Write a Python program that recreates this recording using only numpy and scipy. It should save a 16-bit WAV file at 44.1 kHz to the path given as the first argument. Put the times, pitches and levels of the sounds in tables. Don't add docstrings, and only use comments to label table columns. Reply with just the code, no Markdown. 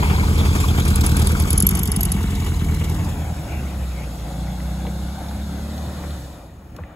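import sys
import numpy as np
from scipy import signal
from scipy.fft import rfft, irfft, next_fast_len
from scipy.io import wavfile
from scipy.ndimage import uniform_filter1d, minimum_filter1d, map_coordinates

SR = 44100
rng = np.random.default_rng(int(sys.argv[2]) if len(sys.argv) > 2 else 0)


def digitize_waveform(pressure):
    field = np.atleast_2d(pressure).T
    bounded = np.clip(field, -1, 1)
    quanta = np.round(bounded * 32767).astype(np.int16)
    wavfile.write(sys.argv[1], SR, quanta)


def gain_from_decibels(decibels):
    exponent = np.asarray(decibels, float) / 20
    return 10 ** exponent


N = 306495
IDLE_SPEED = 10.02

# time_s, cycles_per_s
NEAR_SPEED = [(0, 9.75), (.4, 9.99), (.8, 10.083), (1.0, 9.349), (1.3, 9.858), (1.52, 9.462),
              (1.75, 12.485), (1.95, 11.362), (2.15, 11.162), (2.4, 10.623), (2.65, 9.913), (3.1, 10.002),
              (4, 9.98)]
# time_s, throttle_db, fade_db
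NEAR_CAR = [(0, -2.5, 1.5), (.5, -1, 0), (.9, -0.5, -0.5), (1.4, -1.5, -0.5), (1.9, -2.5, -6),
            (2.4, -2.5, -5.5), (2.8, -5, -8), (3.0, -9, -10), (3.2, -9.5, -14.5), (3.6, -19.5, -30),
            (4.0, -43, -69)]
# time_s, twice_firing_rate_hz, drone_db
FAR_CAR = [(2.7, 96.9, -70), (3.0, 93.57, -25.5), (3.24, 82.23, -44), (3.54, 72.26, -27),
           (3.8, 65.9, -24.5), (4.16, 56.97, -32), (4.4, 59.8, -27.5), (4.7, 62.56, -27.5),
           (4.97, 65.4, -27), (5.16, 67.3, -31.5), (5.5, 70.85, -27.5), (5.65, 72.7, -29),
           (5.98, 74.36, -31), (6.13, 73, -29), (6.2, 67.16, -36), (6.4, 63.9, -42), (6.55, 62, -53),
           (6.7, 62, -99)]
# frequency_hz, density_db (per Hz)
AIR_HISS = [(1200, -50.5), (2200, -18.5), (3500, 4), (5500, -1.5), (7000, 0), (9000, 0), (11500, -1.5),
            (14000, -7.5), (15500, -9), (15800, -15.5), (16900, -37), (17100, -60.5)]


def unit(x):
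    return x / np.sqrt(np.mean(x ** 2) + 1e-20)


def along(points, hz):
    f, v = np.transpose(points)
    return np.interp(np.log(hz + 1), np.log(f + 1), v)


def curves(rows):
    s, *cols = np.transpose(rows)
    return [np.interp(np.arange(N) / SR, s, c) for c in cols]


def ramp(start_s, takes_s):
    return np.clip((np.arange(N) / SR - start_s) / takes_s, 0, 1)


def wobble(rate):
    return map_coordinates(rng.standard_normal(int(N * rate / SR) + 4), [np.arange(N) * rate / SR])


def mixed(*levels_db):
    return np.sqrt(sum(gain_from_decibels(db) ** 2 for db in levels_db))


def filtered(x, response):
    m = next_fast_len(N + SR // 2)
    return irfft(rfft(x, m) * response(np.fft.rfftfreq(m, 1 / SR)), m)[..., :N]


def chamber(modes):
    def response(f):
        ring = sum(gain_from_decibels(db) * c * w / (c * c - f * f + 1j * f * w) for c, w, db in modes)
        no_deep_bass = f / (f - 42j)
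        no_treble = 520 ** 2 / (520 ** 2 - f * f + 600j * f)
        return -ring * (no_deep_bass * no_treble) ** 2
    return response


def rush(spectrum, patchy_db):
    # frequency_hz, correlation
    likeness = [(50, 1), (120, 1), (300, 0.97), (640, 0.86), (1400, 0.53), (3000, 0.45), (5000, 0.13),
                (6500, 1), (7500, 0.86)]
    z = signal.stft(rng.standard_normal((2, N)), nperseg=512)[2]
    field = uniform_filter1d(uniform_filter1d(rng.standard_normal(z.shape[1:]), 6, 0), 10, 1)
    pair = signal.istft(z * gain_from_decibels(patchy_db * unit(field)), nperseg=512)[1][:, :N]

    def response(hz):
        angle = np.arccos(np.clip(along(likeness, hz), -1, 1)) / 2
        return gain_from_decibels(along(spectrum, hz)) * [np.cos(angle), np.sin(angle)]
    mid, side = filtered(pair, response)
    return unit(np.array([mid + side, mid - side]))


def knocks(rows, spread):
    out, t = np.zeros(N + SR), np.arange(SR // 10) / SR
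    for s, db, hz, ms in rows:
        band = signal.butter(2, [hz / spread, min(hz * spread, 16000)], "band", fs=SR)
        burst = signal.lfilter(*band, rng.standard_normal(len(t)) * gain_from_decibels(-60000 * t / ms))
        out[round(s * SR):][:len(t)] += gain_from_decibels(db) * burst / abs(burst).max()
    return out[:N]


def cricket():
    t = np.arange(N) / SR
    hz, width_hz, chirps_per_s = 6700, 350, 38.5
    wing = filtered(rng.standard_normal(N), lambda f: 1 / (1 + ((f - hz) * 2 / width_hz) ** 2))
    strokes = (1 + np.cos(2 * np.pi * chirps_per_s * (t - .021))) ** 2
    return gain_from_decibels(-72 + 2 * wobble(6)) * unit(wing * strokes)


def roadside_ticks():
    # start_s, peak_db, pitch_hz, t60_ms
    tick_rows = [(4.602, -35, 2000, 30), (4.85, -30, 900, 70), (4.868, -29, 480, 90),
                 (4.866, -33, 2000, 40), (4.867, -36, 3200, 30), (5.285, -33, 4200, 60),
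                 (5.31, -33, 1300, 60), (4.47, -36, 1500, 30), (5.779, -31, 4300, 35),
                 (6.105, -34, 3500, 50), (5.779, -33, 12000, 25), (6.035, -28, 900, 60),
                 (6.036, -35, 1600, 40), (6.034, -33, 500, 60), (6.764, -38, 4500, 25),
                 (6.764, -37, 11000, 25), (6.784, -30, 500, 70), (6.787, -35, 1400, 25),
                 (6.764, -41, 7000, 20), (6.764, -43, 2500, 20), (6.786, -32, 900, 40),
                 (6.833, -42, 1300, 20), (6.836, -34, 1800, 20), (6.806, -26, 70, 80)]
    return knocks(tick_rows, spread=1.23)


def far_presence_db():
    arriving_db = 20 * np.log10(ramp(2.725, 0.31) + 1e-3)
    since_leaving_s = np.clip(np.arange(N) / SR - 6.074, 0, 1)
    return arriving_db - 85 * since_leaving_s ** 2


def rumble(far_db):
    # frequency_hz, density_db (per Hz)
    deep_spectrum = [(22, -40), (38, -8), (65, 0), (110, -4), (180, -6), (240, -14), (450, -21), (540, -45)]
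    # start_s, level_db
    planks = [
        (6.93, -42),
    ]
    s = np.arange(N) / SR
    booms_db = [db - 9 * ((s - at) / 0.025) ** 2 for at, db in planks]
    near_db = -29.5 + 0.19 * curves(NEAR_CAR)[1]
    level = mixed(near_db, -39 + far_db, -45, *booms_db)
    return level * gain_from_decibels(wobble(8)) * rush(deep_spectrum, patchy_db=1)


def faint_swell():
    # frequency_hz, density_db (per Hz)
    swell_spectrum = [(1700, -13), (2200, 1), (2900, -5), (3400, -26)]
    from_middle = (np.arange(N) / SR - 3.72) / .4
    return gain_from_decibels(-45 - 6.7 * from_middle ** 2) * rush(swell_spectrum, patchy_db=6.5)


def road(far_db):
    # frequency_hz, density_db (per Hz)
    tyre_spectrum = [(200, 4.5), (310, 7), (410, -19.5), (555, -0.5), (650, -3), (770, 1.5), (1100, -9),
                     (1480, -9.5), (1900, -14), (2500, -17), (4300, -29), (5000, -44.5)]
    # frequency_hz, width_hz, level_db
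    bridge_modes = [(517, 220, -1.5), (791, 38, 3)]
    rolling_db = far_db + 4.5 * np.log2(curves(FAR_CAR)[0] / 65)
    woods_db = -46.5 + 5.5 * ramp(6.74, 0.017)
    tyres = rush(tyre_spectrum, patchy_db=1.5)
    hollow = gain_from_decibels(-6) * unit(filtered(tyres, chamber(bridge_modes)))
    return mixed(-35.5 + rolling_db, woods_db) * gain_from_decibels(0.76 * wobble(13)) * (tyres + hollow)


def far_engine():
    # multiple, level_db
    order_rows = [(1.5, -7), (1.75, -17), (2.25, -17), (2.5, 0), (2.75, -16), (3.5, -12), (4, -16),
                  (4.5, -18), (5.5, -16), (8, -18)]
    hz, drone_db = curves(FAR_CAR)
    lift = ramp(5.9, 0.17)
    load_db = drone_db - 8.5 * (1 - ramp(3.94, 0.23) + lift)
    upper_db = -7 + (drone_db + load_db) / 2

    def pipe_db(k):
        return -10 * np.log10(1 + ((k * hz - 194) * 2 / 44) ** 2)
    third_db = -5.5 + load_db + pipe_db(k=3)
    phase = 2 * np.pi * np.cumsum(hz * (1 + .003 * wobble(12))) / SR
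    drone = gain_from_decibels(wobble(13)) * (np.sin(phase) + gain_from_decibels(-46.5) * np.sin(phase / 2))
    upper = 0
    for k, db in order_rows:
        level = gain_from_decibels(db + .12 * pipe_db(k) + 1.5 * wobble(6))
        upper = upper + level * np.sin(k * phase + 6 * rng.random())
    third = gain_from_decibels(1.2 * wobble(7)) * np.sin(3 * phase)
    overrun = gain_from_decibels(drone_db - 14 + 8 * lift + 2 * wobble(6.1)) * np.sin(2 * phase)
    return np.sqrt(2) * (gain_from_decibels(drone_db) * drone + gain_from_decibels(upper_db) * upper + gain_from_decibels(third_db) * third + overrun)


def firings(column, early_s, scatter_db, thins=None):
    # cycle_place (0-1), thump_db, bark_db, puff_db,
    # thump_growth_db, bark_growth_db (both per cycle a second over idle)
    cylinders = [(.0944, -3, 4, -2, -11.5, -4), (.375, -20, -15.5, -4, -7, 5), (.5943, -6.5, -8, 0, -9, 0),
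                 (.8563, 2, -13, -3, -6.5, -3)]
    speed = curves(NEAR_SPEED)[0]
    turned = np.cumsum(speed)[:4 * SR] / SR
    rows = np.array(cylinders)
    places = (np.arange(int(turned[-1]))[:, None] + rows[:, 0]).ravel()
    times = np.interp(places, turned, np.arange(len(turned)) / SR)
    luck = rng.standard_normal((len(places), 2))
    at = np.round((times - early_s + 0.00046 * luck[:, 0]) * SR).astype(int)
    size_db = np.resize(rows[:, column], len(places)) + scatter_db * luck[:, 1]
    if thins:
        revving = np.clip(speed[(times * SR).astype(int)] - IDLE_SPEED, 0, 3)
        size_db = size_db + np.resize(rows[:, thins], len(places)) * revving
    return np.bincount(at[at >= 0], gain_from_decibels(size_db)[at >= 0], N)


def tailpipe_puffs():
    t = np.arange(SR // 20) / SR
    swell = t / 0.0061 * np.exp(1 - t / 0.0083)
    return signal.fftconvolve(firings(column=3, early_s=0.016, scatter_db=5.0), swell)[:N]


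def hiss(puffs, far_db):
    pulsing = 3 * 0.26 * (0.053 + 0.68 * ramp(0, 0.68))
    fan = gain_from_decibels(-37.5 + curves(NEAR_CAR)[1]) * (1 + pulsing * puffs)
    return np.hypot(fan, mixed(-45 + far_db, -71)) * rush(AIR_HISS, patchy_db=1.5)


def casing(puffs):
    # frequency_hz, density_db (per Hz)
    casing_spectrum = [(300, 4.5), (450, 6), (580, -3.5), (750, -3), (910, -7), (1150, -4), (1400, -10),
                       (1800, -9), (2250, -9.5), (2800, -9), (3450, -12.5), (4200, -35)]
    level = gain_from_decibels(-30 + curves(NEAR_CAR)[1] + 1.82 * wobble(60))
    return level * (1 + 0.4 * puffs) * rush(casing_spectrum, patchy_db=1.4)


def rattle():
    # frequency_hz, width_hz, level_db
    panels = [(907, 110, -5.5), (1464, 500, -8.5), (2244, 140, -4), (4080, 360, -6)]
    # start_s, peak_db, pitch_hz
    clank_rows = [(0.029, -9.5, 890), (0.057, -16, 880), (0.132, -14.5, 870), (0.179, -15, 920),
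                  (0.234, -14, 860), (0.31, -24, 946.5), (0.436, -18, 1160), (0.486, -20, 1040),
                  (0.534, -23, 969), (0.638, -11.5, 1100), (1.042, -20, 1220), (1.144, -15.5, 1500),
                  (1.351, -11.5, 1310), (1.454, -18, 1220), (1.993, -26, 734.4), (2.116, -28, 870),
                  (2.204, -21, 1050), (2.36, -26, 743), (2.544, -36, 907), (2.66, -23, 730)]
    # start_s, peak_db, pitch_hz
    tappet_rows = [(0.3867, -19, 3530), (0.4857, -27, 3370), (0.587, -22, 3452), (0.6852, -19, 3400),
                   (0.8015, -19.5, 3540), (1.0933, -28, 3680), (1.1666, -31, 3270), (1.1941, -27, 3720),
                   (1.2709, -23, 3720), (2.355, -30, 3830), (2.5949, -31, 3600)]
    shape = (len(panels), N)
    taps = (rng.random(shape) < 90 / SR) * rng.standard_normal(shape)
    c, w, db = np.transpose(panels)[:, :, None]
    ring = filtered(taps, lambda f: gain_from_decibels(db) * (1j * f * w / (c * c - f * f + 1j * f * w)) ** 2).sum(0)
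    clanks = knocks([(s, peak - 8.5, hz, 47) for s, peak, hz in clank_rows], spread=1.127)
    valve = knocks([(s, peak - 2, hz, 160) for s, peak, hz in tappet_rows], spread=1.08)
    return gain_from_decibels(-36.5 + curves(NEAR_CAR)[1]) * unit(ring) + clanks + valve


def ground(x):
    # time_s, lag_ms
    bounce = [(0, .86), (1.1, .82), (1.5, .87), (2, 1.0), (2.35, 1.06), (2.7, .95), (3, 1.05), (3.4, 1.35),
              (3.8, 1.6), (4.3, 1.45), (4.8, 1.4), (5.4, 1.32), (5.8, 1.62), (6.95, 1.65)]
    lag_ms, at = curves(bounce)[0], np.arange(N)
    dull = uniform_filter1d(x, size=4, axis=1)

    def late(ms):
        return np.array([np.interp(at - ms * SR / 1000, at, v) for v in dull])

    def shaded(hz, width_hz, share, from_s, to_s):
        band = filtered(x, lambda f: share * np.exp(-((f - hz) / width_hz) ** 2))
        return (ramp(from_s, .2) - ramp(to_s, .2)) * band
    shade = shaded(570, 70, .7, 1.5, 2.6) + shaded(5150, 350, .45, 1.75, 2.8)
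    return x - shade + gain_from_decibels(-10) * late(lag_ms) + gain_from_decibels(-17) * late(lag_ms + .4)


def noises():
    far_db, puffs = far_presence_db(), tailpipe_puffs()
    above_road = casing(puffs) + rattle() + road(far_db) + hiss(puffs, far_db)
    return rumble(far_db) + faint_swell() + ground(above_road)


def stumbling():
    # time_s, dip_db
    weak_firings = [
        (.565, -4.5),
        (.765, -2),
        (1.385, -7),
        (1.485, -9),
    ]
    t = np.arange(N) / SR
    return curves(NEAR_CAR)[0] + sum(db * np.exp(-((t - s) / .02) ** 2) for s, db in weak_firings)


def lope():
    # cycle_multiple, cycle_place (0-1), idle_db, growth_db (per cycle a second over idle), far_gain_db
    lope_rows = [(4, .1516, -30, -2.5, 1), (5, .183, -24.5, 1.5, -2.5), (6, .078, -31, 2, 1.5),
                 (7, .125, -28.5, 1, -7), (8, .085, -22, -4, -1), (16, .044, -43.5, -1.5, 18)]
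    speed, throttle_db = curves(NEAR_SPEED)[0], stumbling()
    turned, revving = np.cumsum(speed) / SR, np.clip(speed - IDLE_SPEED, 0, 2)
    far_off = ramp(2.3, 0.37)
    out = 0
    for k, place, db, grows, far in lope_rows:
        level_db = 3 + db + throttle_db + grows * revving + far * far_off + .8 * wobble(4)
        out = out + gain_from_decibels(level_db) * np.cos(2 * np.pi * k * (turned - place))
    return out


def whistles():
    # rise_time_s (at 40 % of the peak), peak_db, pitch_hz, width_ms (at 40 % of the peak)
    whistle_rows = [(0.7992, -31, 11020.0, 7.4), (0.8524, -25, 10950.0, 5), (0.8805, -17, 9970, 1.3),
                    (0.9579, -9, 10270, 2.6), (1.064, -9, 10300, 2.1), (1.1681, -15.5, 10000, 3.4),
                    (1.195, -24.7, 10560.0, 7.2), (1.2707, -14, 10250, 3.4), (1.318, -25.5, 10780.0, 4.7),
                    (1.3998, -14, 10160, 1.66), (1.4222, -27, 11600, 6.2), (1.505, -7, 10170, 2.1),
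                    (1.5291, -9, 10300, 3), (1.5777, -4, 10870, 5.1), (1.6024, -5, 11100, 2.9),
                    (1.6236, -6, 10660, 2.8), (1.6672, -1, 11380.0, 4.8), (1.69, -7.5, 11360, 3.7),
                    (1.7092, -16.5, 11000, 3.7), (1.7512, -18.5, 10900, 6.7), (1.773, -27, 11600, 6.4),
                    (1.7918, -15, 11000, 5.1), (1.8323, -13.7, 11600, 3.5), (1.8555, -21, 11520.0, 3),
                    (1.8748, -20, 10900, 4.2), (1.9175, -9, 10870.0, 3.3), (1.962, -12, 10900, 4.6),
                    (2.008, -11.7, 11320.0, 4.6), (2.0311, -12, 11400, 4.2), (2.052, -14.5, 10900, 4.1),
                    (2.1184, -10.5, 11080, 5)]
    # start_s, peak_db
    puff_rows = [(0.9028, -25), (1.0091, -18.5), (1.0919, -24), (1.115, -23.5), (1.218, -19), (2.2294, -29),
                 (2.3055, -29), (2.3515, -28), (2.3989, -31), (2.445, -29), (2.4967, -45), (2.5935, -37),
                 (2.6444, -30), (2.743, -28), (2.7644, -36), (2.795, -30), (2.843, -28), (2.8958, -30),
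                 (2.945, -30), (3.044, -31)]
    # frequency_hz, density_db (per Hz)
    spray_spectrum = [(9500, -30.5), (10500, -2), (12200, -2), (13200, -7), (14000, -29.5)]
    tone, gate, torn = np.zeros(N), np.zeros(N), np.zeros(N)
    t = np.arange(SR // 25) / SR
    onset = 1 - np.exp(-t / .002)
    for s, db, hz, ms in whistle_rows:
        whole_s = 1.75 * ms / 1000
        u = np.clip(t / whole_s, 0, 1)
        arch = np.sin(np.pi * u) ** 2
        flutter = gain_from_decibels(2 * np.interp(t, np.arange(41) / 1000, rng.standard_normal(41)))
        broken = 1 - .55 * (ms > 4.55) * np.exp(-((u - .57) / .05) ** 2)
        phase = 2 * np.pi * np.cumsum(hz * (1.01 - .22 * (u - .4) ** 2)) / SR
        at = round((s - .22 * whole_s) * SR)
        tone[at:at + len(t)] += gain_from_decibels(db) * flutter * broken * arch * np.sin(phase)
        torn[at:at + len(t)] += gain_from_decibels(db - 16) * arch
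        gate[at:at + len(t)] += gain_from_decibels(-19.5 + 0.32 * db) * onset * np.exp(-(t / 0.0095) ** 2)
    for s, db in puff_rows:
        gate[round((s - .001) * SR):][:len(t)] += gain_from_decibels(db - 2.5) * onset * np.exp(-(t / 0.01) ** 2)
    air = gate * rush(AIR_HISS, patchy_db=2) + torn * rush(spray_spectrum, patchy_db=1)
    return .75 * np.tanh(tone / .75) + air


def exhaust():
    # frequency_hz, width_hz, level_db
    silencer = [(80.2, 12.4, -5.5), (102.6, 29.4, -4.5)]
    # frequency_hz, width_hz, level_db
    tailpipe = [(138.4, 9, -10), (162.8, 11.2, -5), (195, 13.6, -5), (279, 30, -19), (437, 17.5, -23)]
    # frequency_hz, width_hz, level_db
    long_pipe = [(186, 24, 0)]
    # delay_s, level_db
    echo_rows = [(.0092, -13), (.0215, -4), (.0562, -9)]
    thump = filtered(firings(column=1, early_s=.0067, scatter_db=1, thins=4), chamber(silencer))
    bark = filtered(firings(column=2, early_s=.0032, scatter_db=1.2, thins=5), chamber(tailpipe))
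    bark = bark + sum(gain_from_decibels(db) * np.roll(bark, round(s * SR)) for s, db in echo_rows)
    loaded = ramp(1.5, .04) - ramp(2.27, .1)
    honk = filtered(firings(column=2, early_s=.002, scatter_db=1.5), chamber(long_pipe))
    pipes = gain_from_decibels(-27) * unit(bark) + gain_from_decibels(-27) * loaded * unit(honk)
    return gain_from_decibels(-23.5 + stumbling()) * unit(thump) + gain_from_decibels(curves(NEAR_CAR)[0]) * pipes


def scene():
    background = cricket() + roadside_ticks() + noises()
    return background + far_engine() + lope() + whistles() + exhaust()


def ceiling(x):
    return x / (1 + abs(x / .92) ** 8) ** (1 / 8)


def sparing(pair):
    hz, _, z = signal.stft([pair[0] + pair[1], pair[0] - pair[1]], SR, nperseg=1024)
    power = uniform_filter1d(abs(z) ** 2, size=12, axis=1)
    treble = power[:, hz > 9000].sum((0, 1))
    calm = treble < 20 * minimum_filter1d(treble, size=5)
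    weak = (power < gain_from_decibels(-13) * power[::-1]) & (hz > 4300)[:, None]
    weak |= hz[:, None] > np.array([15720, 15200])[:, None, None]
    kept = z * ~(weak & calm) * (hz < 16900)[:, None]
    both, apart = signal.istft(kept, SR, nperseg=1024)[1][:, :N]
    return np.array([both + apart, both - apart]) / 2


def starved(pair):
    hz, _, z = signal.stft(pair[:, :3 * SR], SR, nperseg=256)
    treble = (hz > 4500)[:, None]
    power = uniform_filter1d(abs(z) ** 2, size=4, axis=1) * treble
    loudest = -minimum_filter1d(-power.max((0, 1)), size=9)
    faint = (power < gain_from_decibels(2 * -39) * loudest) & treble
    lost = signal.istft(z * faint, SR, nperseg=256)[1][:, :3 * SR]
    return pair - np.pad(lost, [(0, 0), (0, N - 3 * SR)])


def top_cut(x):
    return signal.sosfilt(signal.butter(12, 16970, fs=SR, output="sos"), x)


def record(dry):
    # frequency_hz, level_db
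    lean = [(100, -.5), (300, 1), (700, 3), (1300, 4), (2400, 1.5), (4400, 0.5)]
    # frequency_hz, phase_rad
    bass_turn = [(30, 0), (60, .05), (130, .14), (260, 0)]
    # time_s, lead_samples
    lead = [(0, 11), (1, 10), (1.6, 8), (2.2, 4.5), (3.2, 3.5), (4.5, 0), (5.7, -1.5), (6.95, 1)]
    sides = np.array([[.5], [-.5]])

    def low_share(hz):
        return 1 / (1 + (hz / 4300) ** 20)

    def low_response(hz):
        turn = np.exp(1j * sides * along(bass_turn, hz))
        bass_cut = np.sqrt(1 + (36 / (hz + 1)) ** 8)
        return low_share(hz) * gain_from_decibels(sides * along(lean, hz)) * turn / bass_cut

    def high_response(hz):
        lag = np.exp(-2j * np.pi * sides * (hz - 2320) / 4550)
        return np.sqrt(1 - low_share(hz) ** 2) * lag
    at, lead_samples = np.arange(N), curves(lead)[0]
    low = filtered(dry, low_response)
    low = np.array([np.interp(at + side * lead_samples, at, v) for side, v in zip(sides, low)])
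    high = filtered(dry, high_response)
    return top_cut(starved(sparing(ceiling(low + high))))


dry = scene()
out = record(dry)
digitize_waveform(out)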